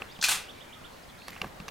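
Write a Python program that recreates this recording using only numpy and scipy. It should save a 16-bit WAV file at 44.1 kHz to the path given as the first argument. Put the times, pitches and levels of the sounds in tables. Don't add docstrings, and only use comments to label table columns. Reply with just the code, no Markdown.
import sys
import numpy as np
from scipy import signal
from scipy.fft import rfft, irfft
from scipy.io import wavfile
from scipy.ndimage import uniform_filter1d

SR = 44100
rng = np.random.default_rng(int(sys.argv[2]) if len(sys.argv) > 2 else 0)


def master_out(mix):
    frames = np.transpose(np.atleast_2d(mix))
    ceiling = np.clip(frames, -1, 1)
    pcm = np.round(ceiling * 32767).astype(np.int16)
    wavfile.write(sys.argv[1], SR, pcm)


def amplitude_ratio(level_db):
    exponent = np.asarray(level_db, float) / 20
    return 10 ** exponent


N = 74970


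def evened(x):
    return x / np.sqrt(np.mean(x ** 2) + 1e-20)


def read(points, hz):
    f, value = np.transpose(points)
    return np.interp(np.log(hz + 1), np.log(f + 1), value)


def add(mix, start_s, sound):
    part = mix[round(start_s * SR):][:len(sound)]
    part += sound[:len(part)]


def tone(pitch_hz):
    return np.sqrt(2) * np.sin(2 * np.pi * np.cumsum(pitch_hz) / SR)


def resonate(x, hz, width_hz):
    turn = np.exp(2j * np.pi * np.cumsum(hz * np.ones(len(x))) / SR)
    r = np.exp(-np.pi * width_hz / SR)
    return 2 * (turn * signal.lfilter([1 - r], [1, -r], x / turn)).real


def tinted(x, table, lowest_hz):
    hz = np.fft.rfftfreq(len(x), 1 / SR)
    low_cut = np.sqrt(1 + (lowest_hz / (hz + 1)) ** 10)
    return evened(irfft(rfft(x) * amplitude_ratio(read(table, hz)) / low_cut, len(x)))


def struck(t, level_db, t60_s):
    strike_s = 0.00082
    return amplitude_ratio(level_db - 60 * t / t60_s) * (1 - np.exp(-t / strike_s))


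# [f/Hz, density/dB per Hz]
AIR_COLOUR = [(25, -4), (90, -6), (200, -5.5), (370, -9.5), (550, -8.5), (2000, -15.5), (5000, -24),
              (16000, -32.5)]
# [f/Hz, side over mid/dB]
AIR_WIDTH = [(60, -16), (180, -4), (550, 0), (1650, -1.5), (4000, -4), (9000, -5)]


def air():
    level_db, settle_db, patch_db = -50.5, 1, 1.6
    frames, hz = N // 256 + 5, np.fft.rfftfreq(1024, 1 / SR)
    a, b, c, d, patches = rng.standard_normal((frames, 513, 5)).T
    patches = uniform_filter1d(patches, size=6, axis=0)
    patches = evened(uniform_filter1d(patches, size=14, axis=1))
    mid = a + 1j * b
    side = (c + 1j * d) * amplitude_ratio(read(AIR_WIDTH, hz))[:, None]
    settle = settle_db * np.cos(np.pi * np.arange(frames) * 256 / SR)
    drift_db = (patch_db * patches + settle) * (hz < 5000)[:, None]
    z = np.array([mid + side, mid - side]) * amplitude_ratio(read(AIR_COLOUR, hz)[:, None] + drift_db)
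    x = signal.istft(z, nperseg=1024, noverlap=768)[1][:, :N]
    return amplitude_ratio(level_db) * x / np.std(x.mean(0))


# [t/s, length/s, level/dB, f/Hz]
HAND_RUBS = [
    (0, 0.056, -50, 440),
    (0, 0.076, -51, 1300),
    (1.27, 0.23, -52, 2040),
    (1.445, 0.02, -46, 191),
    (1.458, 0.034, -44, 64),
    (1.419, 0.045, -43, 453),
    (1.454, 0.11, -59, 1700),
    (1.595, 0.072, -50.5, 167),
]


def hand_rubs():
    out = np.zeros(N)
    for start_s, length_s, level_db, hz in HAND_RUBS:
        u = np.arange(0, length_s, 1 / SR) / length_s
        noise, grip = rng.standard_normal((2, SR // 4))[:, :len(u)]
        scrape = noise * amplitude_ratio(4.5 * evened(uniform_filter1d(grip, size=150)))
        swell = np.sqrt(np.sin(np.pi * u ** 0.51))
        add(out, start_s, amplitude_ratio(level_db) * swell * evened(resonate(scrape, hz, 0.3 * hz)))
    return out


# [t/s, thump level/dB, shell level/dB, latch level/dB, crack level/dB]
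CAMERA_TICKS = [(0.0195, -51.5, -33, -33.5, -45), (0.19, -41.5, -44.5, -53, -45),
                (1.219, -54, -75, -52.5, -67), (1.282, -53, -38, -49.5, -32.5),
                (1.291, -57, -64, -52, -41.5), (1.304, -48, -62, -65, -41), (1.3625, -64, -37, -43.5, -64),
                (1.416, -39.5, -27.5, -29.5, -32), (1.443, -43, -28, -46.5, -60),
                (1.601, -40, -42.5, -46.5, -43), (1.681, -49, -31, -44, -36.5), (1.687, -65, -55, -43, -38)]
# [f/Hz, level/dB, t60/s]
THUMP_MODES = [(80, -12.5, 0.057), (184.8, -5.5, 0.052), (444, -14.5, 0.026)]
# [f/Hz, level/dB, t60/s]
SHELL_MODES = [(768, -13, 0.024), (1145, -8, 0.016), (1612, -15.5, 0.019)]
# [f/Hz, level/dB, t60/s]
LATCH_MODES = [(2350, 2, 0.0083), (2700, 2.5, 0.013), (3400, -15, 0.017)]
# [f/Hz, level/dB]
CRACK_COLOUR = [(500, 10), (2000, -3), (4500, 2.5), (6300, -4), (8000, -11), (11000, -12.5), (13500, -10.5),
                (16000, -25)]


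def camera_ticks():
    crack_t60_s, detune = 0.013, 0.012
    t, out = np.arange(SR // 6) / SR, np.zeros(N)
    for start_s, *levels_db, crack_db in CAMERA_TICKS:
        crack = tinted(rng.standard_normal(len(t)), CRACK_COLOUR, 560)
        tick = struck(t, crack_db + 6.5, crack_t60_s) * crack
        for db, modes in zip(levels_db, (THUMP_MODES, SHELL_MODES, LATCH_MODES)):
            for hz, mode_db, t60_s in modes:
                shift, phase = rng.standard_normal(2)
                angle = 2 * np.pi * hz * (1 + detune * shift) * t + phase * (hz > 600)
                tick = tick + struck(t, db + mode_db, t60_s) * 4 * np.sin(angle)
        add(out, start_s, tick)
    return out


# [t/s, length/s, from f/Hz, to f/Hz, level/dB]
FAR_WHISTLES = [(0.083, 0.037, 3170, 3770, -49.5), (0.112, .018, 4350, 5250, -50.5),
                (0.148, 0.029, 3700, 2774, -50), (.505, 0.025, 5650, 5650, -60),
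                (.53, 0.065, 3605, 4040, -58), (0.569, 0.025, 2350, 2350, -52),
                (0.689, 0.025, 2384, 2280, -54), (0.718, 0.106, 1214, 1236, -56.5),
                (0.843, 0.019, 1400, 1380, -52.5), (0.864, 0.18, 4530, 4200, -65.5),
                (1.03, 0.014, 4750, 5170, -55), (1.083, 0.032, 4300, 2780, -50),
                (1.096, 0.016, 4300, 2700, -71), (1.149, 0.075, 1373, 1383, -60),
                (1.174, 0.036, 3500, 4400, -54.5), (1.188, 0.061, 3490, 4090, -58.5),
                (1.209, 0.091, 4350, 4420, -56)]


def far_whistles():
    blur_hz, fuzz, fuzz_per_s = 347, 0.35, 4
    out = np.zeros(N)
    for start_s, length_s, from_hz, to_hz, level_db in FAR_WHISTLES:
        u = np.arange(0, length_s, 1 / SR) / length_s
        pitch = from_hz + (to_hz - from_hz) * u
        noise = rng.standard_normal(SR // 4)[:len(u)]
        blurred = evened(resonate(noise, pitch, blur_hz * pitch.mean() / 4000))
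        blur = min(fuzz + fuzz_per_s * length_s, 1)
        whistle = (1 - blur) * tone(pitch) + blur * blurred
        add(out, start_s, amplitude_ratio(level_db) * np.sqrt(np.sin(np.pi * u)) * whistle)
    return out


# [f/Hz, t60/s]
BANK_DECAY = [(500, 0.3), (2000, 0.45), (6000, 0.28), (14000, 0.12)]


def banks(x):
    delay_s, spacing = 0.004, 20
    slots = np.arange(round(delay_s * SR), SR // 2, spacing)
    taps = np.zeros((2, SR // 2 + spacing))
    draw = rng.random((2, SR // 20, 2))[:, :len(slots)]
    places = slots + (draw[..., 0] * spacing).astype(int)
    np.put_along_axis(taps, places, np.sign(draw[..., 1] - 0.5), 1)
    hz, t, z = signal.stft(taps, SR, nperseg=256)
    decay = amplitude_ratio(-60 * t / read(BANK_DECAY, hz)[:, None])
    tail = signal.istft(z * decay, SR, nperseg=256)[1]
    tail = tail + 0.5 * tail[::-1]
    return signal.fftconvolve(x[None], tail / np.linalg.norm(tail[0]), axes=1)[:, :N]


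# [t/s, level/dB, fade/dB per s, lowest f/Hz, ring f/Hz]
SNORT_PUFFS = [
    (0.212, -33, 398, 4000, 5900),
    (0.2249, -28, 395, 1140, 1560),
    (.2385, -22.5, 312, 1140, 2500),
    (.2836, -24, 279, 600, 1500),
    (.308, -26.5, 288, 610, 2700),
    (0.319, -30, 248, 605, 3400),
]
# [f/Hz, density/dB per Hz]
PINCHED = [(290, -57), (500, -25), (659, -5), (2100, -10), (2430, -8), (4400, -3.5), (11300, -15),
           (16000, -26)]
# [f/Hz, density/dB per Hz]
FLARED = [(500, -24), (740, -6), (1900, -8), (3300, -6), (5500, -7.5), (9100, -7), (12000, -13),
          (16000, -22)]


def swan():
    rise_s, flutter_s, flutter_db = 0.0018, 0.00055, 2.4
    burst_db, burst_s, second_breath_s = 4, 0.0066, 0.26
    ring_db, ring_fade_db_per_s, ring_width_hz = -5.5, 455, 350
    chest_db, leak_top_hz = -32, 7200
    t, out = np.arange(SR // 4) / SR, np.zeros(N)
    for i, (start_s, level_db, fade, lowest_hz, ring_hz) in enumerate(SNORT_PUFFS):
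        jet, wobble, chest = rng.standard_normal((3, len(t)))
        flutter = evened(signal.lfilter([1], [1, -np.exp(-1 / (flutter_s * SR))], wobble))
        flow = tinted(jet, PINCHED if start_s < second_breath_s else FLARED, lowest_hz)
        if i == 0:
            flow = signal.sosfilt(signal.butter(4, leak_top_hz, fs=SR, output="sos"), flow)
        ring = resonate(jet, ring_hz, ring_width_hz)
        ring = evened(resonate(ring, ring_hz, ring_width_hz))
        puff = flow + amplitude_ratio(ring_db - ring_fade_db_per_s * t) * ring
        puff = puff + amplitude_ratio(chest_db) * evened(resonate(chest, 310, 270))
        envelope_db = level_db - fade * t + flutter_db * flutter + burst_db * np.exp(-t / burst_s)
        add(out, start_s, puff * amplitude_ratio(envelope_db) * np.minimum(t / rise_s, 1))
    return out


# [peak t/s, peak f/Hz, level/dB]
WARBLER_NOTES = [
    (.502, 3770, -47),
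    (.621, 3810, -49.5),
    (.741, 3795, -49),
    (.858, 3790, -49.5),
]


def warbler():
    climb_s, drop_s, climb_hz_per_s, drop_hz_per_s = 0.019, 0.012, 57000, 66600
    catch_depth, catch_s = 0.98, 0.0015
    t, out = np.arange(-climb_s, drop_s, 1 / SR), np.zeros(N)
    swell = np.sin(np.pi * (t + climb_s) / (climb_s + drop_s)) ** 0.36
    shape = swell * (1 - catch_depth * np.exp(-(t / catch_s) ** 2))
    for peak_s, peak_hz, level_db in WARBLER_NOTES:
        pitch = peak_hz + np.where(t < 0, climb_hz_per_s, -drop_hz_per_s) * t
        add(out, peak_s - climb_s, amplitude_ratio(level_db) * shape * tone(pitch))
    return out


# [t/s, level/dB, f/Hz]
SPRING_PINGS = [
    (1.174, -62, 14300),
    (1.281, -45, 10650),
    (1.305, -45, 13400),
    (1.306, -58, 7600),
    (1.478, -54, 14500),
    (1.682, -37, 6230),
]


def spring_pings():
    t, out = np.arange(SR // 6) / SR, np.zeros(N)
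    for start_s, level_db, hz in SPRING_PINGS:
        add(out, start_s, struck(t, level_db, 0.011) * 3 * np.sin(2 * np.pi * hz * t))
    return out


def placed(x, share, below_hz):
    port_lag = 0.17
    side = share * signal.sosfilt(signal.butter(2, below_hz, fs=SR, output="sos"), x)
    side = side + np.sign(share) * port_lag * (np.roll(x, -1) - np.roll(x, 1))
    return np.array([x + side, x - side])


def narrowed(x):
    edge_hz, sway_hz, open_rise_db, loud_side_db = 7600, 1300, 5.5, 0
    mid, side = (x[0] + x[1]) / 2, (x[0] - x[1]) / 2
    hz, t, z = signal.stft(np.array([mid, side]), SR, nperseg=1024)
    treble_db = 10 * np.log10((abs(z[0, hz > 5000]) ** 2).sum(0) + 1e-15)
    sharp = np.diff(treble_db, prepend=treble_db[0]) > open_rise_db
    sway = np.repeat(rng.standard_normal(len(t)), 2)[:len(t)]
    hz = hz[:, None]
    keep = (hz < edge_hz + sway_hz * sway) | sharp | np.roll(sharp, 1)
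    loud = (treble_db > np.median(treble_db) + 15) & (hz > 8000) & (hz < 11500)
    gain = np.maximum(keep, loud * amplitude_ratio(loud_side_db)) * amplitude_ratio(-9 * (hz > 11500))
    side = signal.istft(z[1] * gain, SR, nperseg=1024)[1][:N]
    return np.array([mid + side, mid - side])


def scene():
    swan_wet_db, bird_wet_db = -8, -7
    bed = air()
    camera = hand_rubs() + camera_ticks() + spring_pings()
    song = far_whistles() + warbler()
    snort = swan()
    wet = banks(amplitude_ratio(swan_wet_db) * snort + amplitude_ratio(bird_wet_db) * song)
    direct = placed(snort, 0.22, 5000) + placed(song, -0.36, 9200) + placed(camera, -0.11, 9000)
    return direct + wet + bed


def roll_off(x):
    return signal.sosfilt(signal.butter(12, 16460, fs=SR, output="sos"), x)


def record(dry):
    edge_hz = 16000
    low_pass = signal.firwin(255, edge_hz, window=("kaiser", 8), fs=SR)
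    mix = signal.oaconvolve(narrowed(dry), low_pass[None], "same")
    return roll_off(mix)


dry = scene()
out = record(dry)
master_out(out)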